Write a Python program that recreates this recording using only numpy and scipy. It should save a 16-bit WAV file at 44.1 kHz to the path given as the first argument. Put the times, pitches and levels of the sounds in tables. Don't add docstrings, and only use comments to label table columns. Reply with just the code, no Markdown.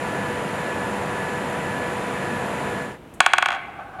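import sys
import numpy as np
from scipy import signal
from scipy.fft import rfft, irfft, next_fast_len
from scipy.io import wavfile
from scipy.ndimage import map_coordinates

SR = 44100
rng = np.random.default_rng(int(sys.argv[2]) if len(sys.argv) > 2 else 0)


def master_out(mix):
    frames = np.transpose(np.atleast_2d(mix))
    ceiling = np.clip(frames, -1, 1)
    pcm = np.round(ceiling * 32767).astype(np.int16)
    wavfile.write(sys.argv[1], SR, pcm)


N = 4 * SR


def amp(db):
    return 10 ** (np.asarray(db) / 20)


def unit(x):
    return x / np.sqrt(np.mean(x ** 2) + 1e-20)


def along(points, hz):
    point_hz, values = np.transpose(points)
    return np.interp(np.log(hz + 1), np.log(point_hz + 1), values)


def curve(points):
    return np.interp(np.arange(N) / SR, *np.transpose(points))


def wobble(rate):
    return map_coordinates(rng.standard_normal(N // 20), [np.arange(N) * rate / SR])


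def fade(t, t60):
    return np.exp(-np.log(1000) * t / t60)


def filtered(x, response):
    size = next_fast_len(N + SR // 2)
    return irfft(rfft(x, size) * response(np.fft.rfftfreq(size, 1 / SR)), size)[:N]


def noise(spectrum):
    return unit(filtered(rng.standard_normal(N), lambda hz: amp(along(spectrum, hz))))


def resonances(hz, peaks):
    return sum(amp(db) * (1j * hz * width / (centre ** 2 - hz ** 2 + 1j * hz * width)) ** 2
               for centre, width, db in peaks)


def resonate(x, peaks):
    return unit(filtered(x, lambda hz: resonances(hz, peaks)))


def snap(spectrum, size=2048):
    gain = amp(along(spectrum, np.fft.rfftfreq(size, 1 / SR)))
    cepstrum = irfft(np.log(gain))
    cepstrum[1:size // 2] *= 2
    cepstrum[size // 2 + 1:] = 0
    return irfft(np.exp(rfft(cepstrum)))


def play(events, sound):
    impulses = np.zeros(N + SR)
    for start, db in events:
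        impulses[round(start * SR)] += amp(db)
    return signal.fftconvolve(impulses, sound)[:N]


def tone(hz, drift_hz):
    return unit(np.sin(2 * np.pi * np.cumsum(hz + drift_hz * wobble(6.67)) / SR))


def room_tone():
    # time in seconds, level in dB.
    level = [(3.19, -43.5), (3.23, -50), (3.42, -49), (3.6, -45.5)]
    # frequency in Hz, relative noise density in dB.
    spectrum = [(25, -25), (45, -5), (110, -2), (200, -4), (350, -3.5), (600, -8), (1500, -18),
                (3000, -24.5), (5000, -37.5), (10000, -37.5), (16000, -45)]
    return amp(curve(level)) * noise(spectrum)


def near_walls(x, count=40, dull_hz=3080):
    delays_s = 0.011 * (0.24 + rng.random(count))
    gains = rng.choice([-1, 1], count) / np.sqrt(count)
    echoes = signal.fftconvolve(x, np.bincount((delays_s * SR).astype(int), gains))[:N]
    return amp(-16) * filtered(echoes, lambda hz: 1 / (1 + 1j * hz / dull_hz))


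def room_tail(x):
    # frequency in Hz, seconds to fall 60 dB.
    decay_times = [(200, 0.66), (900, 0.95), (2200, 1), (5000, 0.59), (12000, 0.9)]
    # frequency in Hz, relative gain in dB.
    colour = [(200, -14), (500, -1), (800, -2), (1500, -3), (2100, 4), (3300, -2), (4200, 1.5), (5500, -10),
              (8000, -10), (11500, -8.5), (15000, -12)]
    # centre in Hz, width in Hz, relative gain in dB.
    modes = [(1089, 36, -3.5), (1540, 73, -3), (2075, 35, 11), (2600, 60, -11)]
    band_hz, t, bands = signal.stft(rng.standard_normal(SR), SR, nperseg=256)
    tail = signal.istft(bands * fade(t, along(decay_times, band_hz)[:, None]), SR)[1]
    wet = signal.fftconvolve(x, tail / np.linalg.norm(tail))[:N]
    return amp(-10) * filtered(wet, lambda hz: amp(along(colour, hz)) + amp(2.5) * resonances(hz, modes))


def short_echoes(x, treble_from_hz=4700):
    t = np.arange(SR // 5) / SR
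    echoes = rng.standard_normal(len(t)) * fade(t, t60=0.076)
    wet = signal.fftconvolve(x, echoes / np.linalg.norm(echoes))[:N]
    return x + amp(-6.5) * filtered(wet, lambda hz: hz / (hz + treble_from_hz))


def machine(whine_period_s=0.527, whine_crest_s=0.205):
    # frequency in Hz, relative noise density in dB.
    air_spectrum = [(25, -48), (46, -24.5), (100, -7), (190, -4.5), (350, -6), (700, -5.5), (1100, -10.5),
                    (1600, -10.5), (2200, -15.5), (3200, -23), (4300, -30), (5500, -34.5), (8200, -35),
                    (10500, -36.5), (13000, -47.5), (16000, -62)]
    # centre in Hz, width in Hz, relative gain in dB.
    housing_modes = [(144, 16, -2.5), (198.4, 21.3, 1.5), (689, 22, -10), (895, 13.6, 1), (2585, 32, -12.5),
                     (7170, 660, -28.5), (9470, 1440, -32), (11200, 300, -31.5)]
    # frequency in Hz, level in dB before the fader.
    motor_tones = [(491, -37), (981.4, -38), (1963, -49.5), (4500, -67), (6969, -66), (7200, -63.5),
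                   (7338, -69), (9000, -63), (9690, -73), (10185, -73)]
    # time in seconds, gain of the whole machine in dB; the last value holds.
    fader = [(0, -0.5), (2.68, -0.5), (2.82, -2.5), (2.92, -8.5), (2.955, -15.5), (2.985, -30)]
    air = amp(-27.5) * noise(air_spectrum)
    housing = amp(-36) * resonate(rng.standard_normal(N), housing_modes)
    hum = sum(amp(db + 0.5 * wobble(7.3)) * tone(hz, drift_hz=0.68) for hz, db in motor_tones)
    cycle = np.cos(2 * np.pi * (np.arange(N) / SR - whine_crest_s) / whine_period_s)
    swell_db = 7 * np.tanh(2 * cycle + 0.5)
    whine = amp(-42.5 + swell_db) * tone(hz=1717.6, drift_hz=0.5)
    return amp(curve(fader)) * (short_echoes(air + housing) + hum + whine)


def fingers():
    # start in seconds, level in dB.
    slips = [(3.139, -49), (3.179, -73)]
    # frequency in Hz, relative noise density in dB.
    hiss_spectrum = [(1000, -23), (5000, -12), (7500, 5), (11000, 2), (16000, -15)]
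    t = np.arange(SR // 4) / SR
    return play(slips, fade(t, t60=0.1)) * noise(hiss_spectrum)


def spinning_tip(roughness_db=1.5, skid_rise_s=0.006):
    # time in seconds, grinding level in dB.
    pressure = [(3.46, -62), (3.5, -34), (3.56, -30.5), (3.62, -41), (3.74, -41), (3.8, -41), (3.91, -43.5),
                (4, -41)]
    # centre in Hz, width in Hz, relative gain in dB.
    grind_modes = [(750, 170, 4), (1160, 190, -1.5), (1270, 130, -5.5), (1496, 150, -1), (2200, 720, -16)]
    # start in seconds, level in dB.
    skids = [(3.673, -41.5), (3.757, -39.5), (3.789, -30), (3.820, -41), (3.929, -34), (3.984, -28)]
    t = np.arange(N) / SR
    friction = rng.standard_normal(N) * amp(roughness_db * wobble(110))
    skid_shape = fade(t, t60=0.11) * (1 - np.exp(-t / skid_rise_s))
    envelope = amp(curve(pressure)) + play(skids, skid_shape)
    touching = t > pressure[0][0]
    return touching * envelope * resonate(friction, grind_modes)


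def table_ring(attack_s=0.00066):
    # frequency in Hz, relative level in dB, seconds to fall 60 dB.
    modes = [(653, -4.5, 0.014), (772, -3, 0.028), (922, -9.5, 0.046), (1098, -4.5, 0.037),
             (1166, -2, 0.026), (1267, -10.5, 0.023), (1478, 0, .036), (1630, -4.5, 0.017),
             (2326, -4, 0.011), (2580, -7.5, 0.028), (3280, -8.5, 0.023), (3270, -23, .013),
             (6570, -23, 0.023), (7200, -23, 0.013)]
    t = np.arange(SR // 8) / SR
    ring = sum((-1) ** k * amp(db) * fade(t, t60) * np.sin(2 * np.pi * hz * t)
               for k, (hz, db, t60) in enumerate(modes))
    return amp(-4) * ring * (1 - np.exp(-t / attack_s))


def frame_ring(hz=359.5):
    t = np.arange(SR // 2) / SR
    return amp(-41.5) * fade(t, t60=0.27) * np.sin(2 * np.pi * hz * t)


def bounces(tick_delay_s=0.001802, table_low_hz=452):
    # start in seconds, strength in dB, extra gain of the tick in dB.
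    contacts = [(3.204, 1.5, 9), (3.2624, -0.5, 4.5), (3.3346, 0, 2), (3.3828, -3.5, 3), (3.4253, -4, -3),
                (3.4589, -5.5, -1), (3.4863, -9.5, -4), (3.5053, -12.5, -8), (3.5195, -15.5, -8),
                (3.528, -16, -9), (3.5364, -22, -7), (3.5438, -27, -7), (3.5490, -20, -8),
                (3.5540, -29, -10), (3.558, -29, -0.5)]
    # frequency in Hz, relative level in dB.
    knock_spectrum = [(100, -46), (480, -35), (750, -3), (990, -9), (1300, 6), (3300, -1), (4500, -13),
                      (7000, -19.5), (11000, -30.5), (16000, -41)]
    tick_spectrum = [(400, -32), (1300, 0), (3200, 5.5), (5200, -6.5), (6800, 2.5), (9800, -5.5),
                     (12000, -18), (16000, -28)]
    overload_spectrum = [(25, -16), (90, -15), (300, -4), (600, 7), (2000, -38)]
    blows = [(start, db) for start, db, _ in contacts]
    reflections = [(start + tick_delay_s, db + treble_db) for start, db, treble_db in contacts]
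    knocks = amp(17) * play(blows, snap(knock_spectrum))
    ticks = amp(3) * play(reflections, snap(tick_spectrum))
    overload_thud = amp(9.5) * play(blows[:1], snap(overload_spectrum))
    low_cut = signal.butter(2, table_low_hz, "highpass", fs=SR, output="sos")
    tabletop = signal.sosfilt(low_cut, play(blows, table_ring()) + knocks + ticks)
    return tabletop + play(blows, frame_ring()) + overload_thud


def scene():
    knocks = bounces()
    direct = machine() + fingers() + knocks
    reverberation = near_walls(knocks) + room_tail(knocks)
    return (direct + reverberation + spinning_tip() + room_tone())[None]


def record(dry, band_limit_hz=16400):
    clipped = np.clip(dry[0], -1, 1)
    return filtered(clipped, lambda hz: hz < band_limit_hz)[None]


dry = scene()
out = record(dry)
master_out(out)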